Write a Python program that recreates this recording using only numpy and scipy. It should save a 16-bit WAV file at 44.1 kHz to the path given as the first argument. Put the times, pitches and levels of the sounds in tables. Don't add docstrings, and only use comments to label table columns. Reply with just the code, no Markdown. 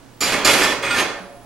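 import sys
import numpy as np
from scipy import signal
from scipy.fft import rfft, irfft, next_fast_len
from scipy.io import wavfile

SR = 44100
rng = np.random.default_rng(int(sys.argv[2]) if len(sys.argv) > 2 else 0)


def inscribe(sig):
    pcm = np.round(np.clip(np.atleast_2d(sig).T, -1, 1) * 32767)
    wavfile.write(sys.argv[1], SR, pcm.astype(np.int16))


def gain_from_db(level_db):
    decades = np.asarray(level_db, float) / 20
    return 10 ** decades


N = 63945
T = np.arange(N) / SR
M = next_fast_len(N + SR // 2)
HZ = np.maximum(np.arange(M // 2 + 1) * SR / M, 1)
PLACES = 10
CONTACTS_PER_S = 4500

# (time [s], pressure [dB], hardness of contact [dB])
DRAG_PRESSURE = [(.205, -33.5, -3.5), (0.223, -21.5, -3.5), (.27, -22.5, -0.5), (0.357, -16.5, -7.5),
                 (0.409, -25.5, -12), (0.443, -21.5, -32), (.452, -13.5, 1), (.53, -15.5, 2),
                 (.6, -19.5, -0.5), (0.628, -19, 4.5), (0.719, -25, -7), (.821, -39.5, -18),
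                 (0.826, -29, 3), (.895, -26, -8.5), (.91, -26, -2.5), (1.0, -17.5, -2), (1.04, -26.5, -16),
                 (1.199, -48, -44)]
# (frequency [Hz], level [dB per Hz])
SHEET_LEVEL = [(41, -53), (70, -24.5), (351, -0.5), (376, -0.5), (892, -3), (1760, -2), (2980, -7.5),
               (11400, -18.5), (16000, -15.5)]
# (frequency [Hz], ring time [s])
SHEET_RING = [(150, 0.21), (1000, 0.14), (4000, 0.031), (14000, 0.01)]
# (time [s], peak [dB], chatter length [s], brightness [dB per octave])
LANDING_HITS = [
    (.2062, -12.5, 0.05, 1),
    (.2223, -19, 0.007, -9),
    (0.4464, -8.5, 0.026, 1.5),
]
# (time [s], peak [dB], chatter length [s], brightness [dB per octave])
WIRE_BUMPS = [
    (0.2085, -22, 0.09, 0),
    (0.4495, -13, 0.047, 0),
    (.612, -8.5, 0.033, 0),
    (0.824, -13.5, 0.084, 0),
    (0.9049, -12.5, 0.013, 0),
    (0.9614, -12.5, 0.032, 0.38),
]
JOLT_BAND = [1100, 2800]
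# (frequency [Hz], level [dB], ring time [s])
RIM_TONES = [(1245, -2.5, 0.032), (2360, -5, 0.065), (3530, -8.5, 0.03), (4454, 3.5, 0.015),
             (4850, -4, .06), (5380, -13, 0.065), (5560, -1, 0.027), (7000, 3, 0.029), (7290, -2.5, 0.024),
             (8470, -13, .02), (10780, -2.5, 0.019), (11300, -4.5, 0.014), (13000, -4, 0.017),
             (15400, 8, 0.017)]
# (frequency [Hz], level [dB], ring time [s])
WIRE_TONES = [(256, -29, .15), (385, -27, .2), (555, -23, .2), (1084, -24, .1), (1210, -23, .1),
              (1413, -24, .1), (1785, -21, .11), (2150, -18, .13), (2378, -21, .11), (2499, -22, .11),
              (3415, -22, .13), (4720, -26, .08), (6500, -26, .09), (8250, -30, .09)]
# (time [s], length [s], frequency [Hz], level [dB])
SINGING_WIRES = [(.614, .03, 1768, -22), (.59, .14, 384, -26), (.68, .025, 3415, -30),
                 (.62, .12, 3415, -37), (.655, .07, 1788, -27), (.905, .035, 1414, -22),
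                 (.943, .02, 1775, -23), (.995, .015, 1785, -23), (.59, .06, 8200, -43),
                 (.83, .04, 8350, -43), (1.05, .13, 1790, -41), (.23, .04, 235, -36), (.98, .04, 295, -33),
                 (1.12, .35, 702, -48), (1.11, .24, 570, -45), (.448, .04, 1212, -22),
                 (.46, .04, 1410, -25), (.9, .04, 3750, -33), (.965, .07, 6500, -38), (1.04, .1, 3410, -44),
                 (1.2, .07, 190, -46)]
# (frequency [Hz], time [s])
ROOM_RING = [(150, 0.56), (700, 0.85), (2500, 0.57), (8000, 0.46), (15000, 0.067)]
# (frequency [Hz], likeness [-1 to 1])
METAL_LIKENESS = [(60, .6), (130, .93), (300, .97), (1400, .945), (3100, .86), (6800, .62), (15000, .55)]
# (frequency [Hz], left minus right [dB])
LEFT_RIGHT_TILT = [(60, -7), (200, -7.5), (700, -2.5), (1500, -1.5), (4400, -5), (8000, -6), (11500, 4)]
# (frequency [Hz], lead [radians])
LEFT_PHASE = [(200, 0), (2000, -.25), (4500, -.5), (10000, 0)]
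# (frequency [Hz], level [dB per Hz])
HUSH_LEVEL = [(13, 3), (22, -0.5), (85, -11.5), (122, -15.5), (152, -9), (242, -6), (961, -14.5),
              (3320, -25), (16000, -32)]
# (frequency [Hz], likeness [-1 to 1])
HUSH_LIKENESS = [(60, 0.17), (240, 0.36), (950, 0.6), (3770, 0.58), (15000, -0.42)]
# (frequency [Hz], level [dB], width [Hz])
FRIDGE_HUMS = [
    (119, -53, 5),
    (274.5, -60, 14),
]


def rms_one(x):
    return x / np.sqrt(np.mean(x ** 2) + 1e-20)


def at_hz(points, hz):
    table = np.array(points)
    return np.interp(np.log(hz), np.log(table[:, 0]), table[:, 1])


def drift(rate):
    r = np.exp(-2 * np.pi * rate / SR)
    wander = signal.lfilter([1], [1, -2 * r, r * r], rng.standard_normal(2 * N))
    return rms_one(wander[N:])


def resonate(x, hz, t60):
    r = gain_from_db(-60 / (t60 * SR))
    w = 2 * np.pi * hz / SR
    return signal.lfilter([0, np.sin(w)], [1, -2 * r * np.cos(w), r * r], x + 1e-18)


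def band_filter(x, order, hz, kind):
    return signal.sosfilt(signal.butter(order, hz, kind, fs=SR, output="sos"), x)


def clicks(per_s):
    spread_db, clump_db = 2.2, 1.2
    sizes = gain_from_db(spread_db * np.minimum(rng.exponential(1, N), 5)) * rng.choice([-1, 1], N)
    touching = rng.random(N) < per_s / SR
    return rms_one(sizes * touching * gain_from_db(clump_db * drift(49)))


def dying(start_s, length_s):
    return (T >= start_s) * np.exp(-np.maximum(T - start_s, 0) / length_s)


def sheet_response(count=800):
    hz = 70 + 15900 * ((np.arange(count) + rng.random(count)) / count) ** 1.6
    t60 = at_hz(SHEET_RING, hz) * rng.uniform(.6, 1.4, count)
    size = gain_from_db(at_hz(SHEET_LEVEL, hz)) * np.sqrt(hz ** .375 / t60)
    size = size * rng.standard_normal((PLACES, count))
    t = T[:SR // 6]
    fading = np.exp(-np.log(1000) * np.outer(1 / t60, t))
    out = size @ (np.sin(2 * np.pi * np.outer(hz, t)) * fading)
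    return out / np.sqrt(np.mean(np.sum(out ** 2, axis=1)))


def bump_jolts(place):
    force_db = -6
    shape = sum(gain_from_db(db + force_db) * dying(s, length) for s, db, length, _ in WIRE_BUMPS)
    return band_filter(shape * clicks(CONTACTS_PER_S) * place, 1, JOLT_BAND, "band")


def drag():
    start_s, wander_per_s, wander_db = .2055, 12, 4.0
    soft_hz, hard_share_db, sheet_db = 3460, 1, -.5
    s, db, hard_db = np.transpose(DRAG_PRESSURE)
    force = clicks(CONTACTS_PER_S) * gain_from_db(np.interp(T, s, db)) * (T > start_s) * (T < s[-1])
    place = rng.integers(0, PLACES, N) == np.arange(PLACES)[:, None]
    wander = [gain_from_db(wander_db * drift(wander_per_s)) for _ in place]
    force = force * place * wander * gain_from_db(-wander_db ** 2 / 8.7)
    hardness = gain_from_db(hard_share_db + np.interp(T, s, hard_db))
    soft = band_filter(force, 2, soft_hz, "low")
    hard = band_filter(force * hardness, 2, soft_hz, "high")
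    push = soft - hard + bump_jolts(place)
    out = gain_from_db(sheet_db) * signal.fftconvolve(push, sheet_response(), axes=1)[:, :N]
    for k, (hz, db, t60) in enumerate(WIRE_TONES):
        touch = force[k % PLACES] + force[(k + 3) % PLACES]
        out[k % PLACES] += gain_from_db(db - 22) * resonate(touch, hz, t60)
    return out


def chatter(hits, modes):
    out = np.zeros(N)
    touches = [clicks(1500) for _ in range(4)]
    shapes = np.array([dying(s, length) for s, _, length, _ in hits])
    _, peak_db, _, tilt_db = np.transpose(hits)
    for k, (hz, db, t60) in enumerate(modes):
        strength = gain_from_db(peak_db + tilt_db * np.log2(hz / 3000))
        out += gain_from_db(db) * resonate(strength @ shapes * touches[k % 4], hz, t60)
    return out


def landings():
    rim_db, wires_db = -32, -20
    return gain_from_db(rim_db) * chatter(LANDING_HITS, RIM_TONES) + gain_from_db(wires_db) * chatter(WIRE_BUMPS, WIRE_TONES)


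def sings():
    rise_s, t60_s, wobble_db = .004, .07, 2.0
    out = np.zeros(N)
    for s, length, hz, db in SINGING_WIRES:
        rise = np.clip((T - s) / rise_s, 0, 1)
        fall = gain_from_db(-60 * np.maximum(T - s - length, 0) / t60_s)
        level = gain_from_db(db + 3 + wobble_db * drift(30))
        out += rise * fall * level * np.sin(2 * np.pi * hz * T + .5 * drift(12))
    return out


def stereo(mid, side, likeness):
    alike = np.clip(at_hz(likeness, HZ), -.9, .99)
    return np.sqrt((1 + alike) / 2) * mid + np.sqrt((1 - alike) / 2) * side * [[1], [-1]]


def room_tail(count, t):
    white = rng.standard_normal((count, len(t)))
    edges = 60 * 2 ** np.arange(0, 8.1, 1)
    tail = np.zeros_like(white)
    for k, (lo, hi) in enumerate(zip(edges, edges[1:] * 1.05)):
        fading = gain_from_db(-60 * t / at_hz(ROOM_RING, np.sqrt(lo * hi)))
        tail += band_filter(white, 1, [lo, hi], "band") * fading * (-1) ** k
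    return tail


def kitchen(x):
    room_db, gap_s = -6, 0.0032
    t, paths, dry_spectrum = T[:SR // 2], [], rfft(x, M)
    for direct in (1, 0):
        tail = room_tail(len(x), t)
        tail *= np.clip(t / gap_s - direct, 0, 1)
        tail *= gain_from_db(room_db * direct) / np.sqrt(np.sum(tail ** 2) / len(x))
        tail[:, 0] += direct
        strength = np.sqrt(np.sum(tail ** 2) / len(x))
        paths.append(np.sum(dry_spectrum * rfft(tail, M), axis=0) / strength)
    return stereo(*paths, METAL_LIKENESS)


def narrow(hz, width_hz):
    t60 = 2.2 / width_hz
    once = resonate(rng.standard_normal(2 * N), hz, t60)
    return rms_one(resonate(once, hz, t60)[N:])


def whistle():
    from_s, rise_s, left_db = .9, .2, 9
    swell = np.clip((T - from_s) / rise_s, 0, 1)
    sides = [[gain_from_db(left_db / 2)], [gain_from_db(-left_db / 2)]]
    return gain_from_db(-63) * swell * narrow(10826, 330) * sides


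def screen_whine():
    return gain_from_db(-66) * narrow(15735, 4)


def background():
    hush_db = -47
    shaped = rfft(rng.standard_normal((2, M))) * gain_from_db(at_hz(HUSH_LEVEL, HZ)) * (HZ > 18)
    mid, side = (rfft(gain_from_db(hush_db) * rms_one(irfft(v, M))) for v in shaped)
    hums = sum(gain_from_db(db) * narrow(hz, width) for hz, db, width in FRIDGE_HUMS)
    return stereo(mid, side, HUSH_LIKENESS) + rfft(hums, M)


def left_right_balance():
    left_cut_hz, left_cut_db = 11750, -38
    right_cut_hz, right_cut_db = 14300, -17
    tilt = at_hz(LEFT_RIGHT_TILT, HZ) / 2
    left = gain_from_db(tilt + left_cut_db * (HZ > left_cut_hz)) * np.exp(1j * at_hz(LEFT_PHASE, HZ))
    right = gain_from_db(-tilt + right_cut_db * (HZ > right_cut_hz))
    return np.array([left, right]) * (HZ < 16000)


def scene():
    tones = sings()
    sources = np.vstack([drag(), landings(), gain_from_db(-7) * tones])
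    metal = kitchen(sources) + rfft(tones, M) / 2
    heard = irfft((metal + background()) * left_right_balance(), M)[:, :N]
    return heard + whistle() + screen_whine()


def top_cut(x):
    return signal.sosfilt(signal.butter(12, 16310, fs=SR, output="sos"), x)


def record(dry):
    mix = np.clip(dry, -1, 1)
    return top_cut(mix)


dry = scene()
out = record(dry)
inscribe(out)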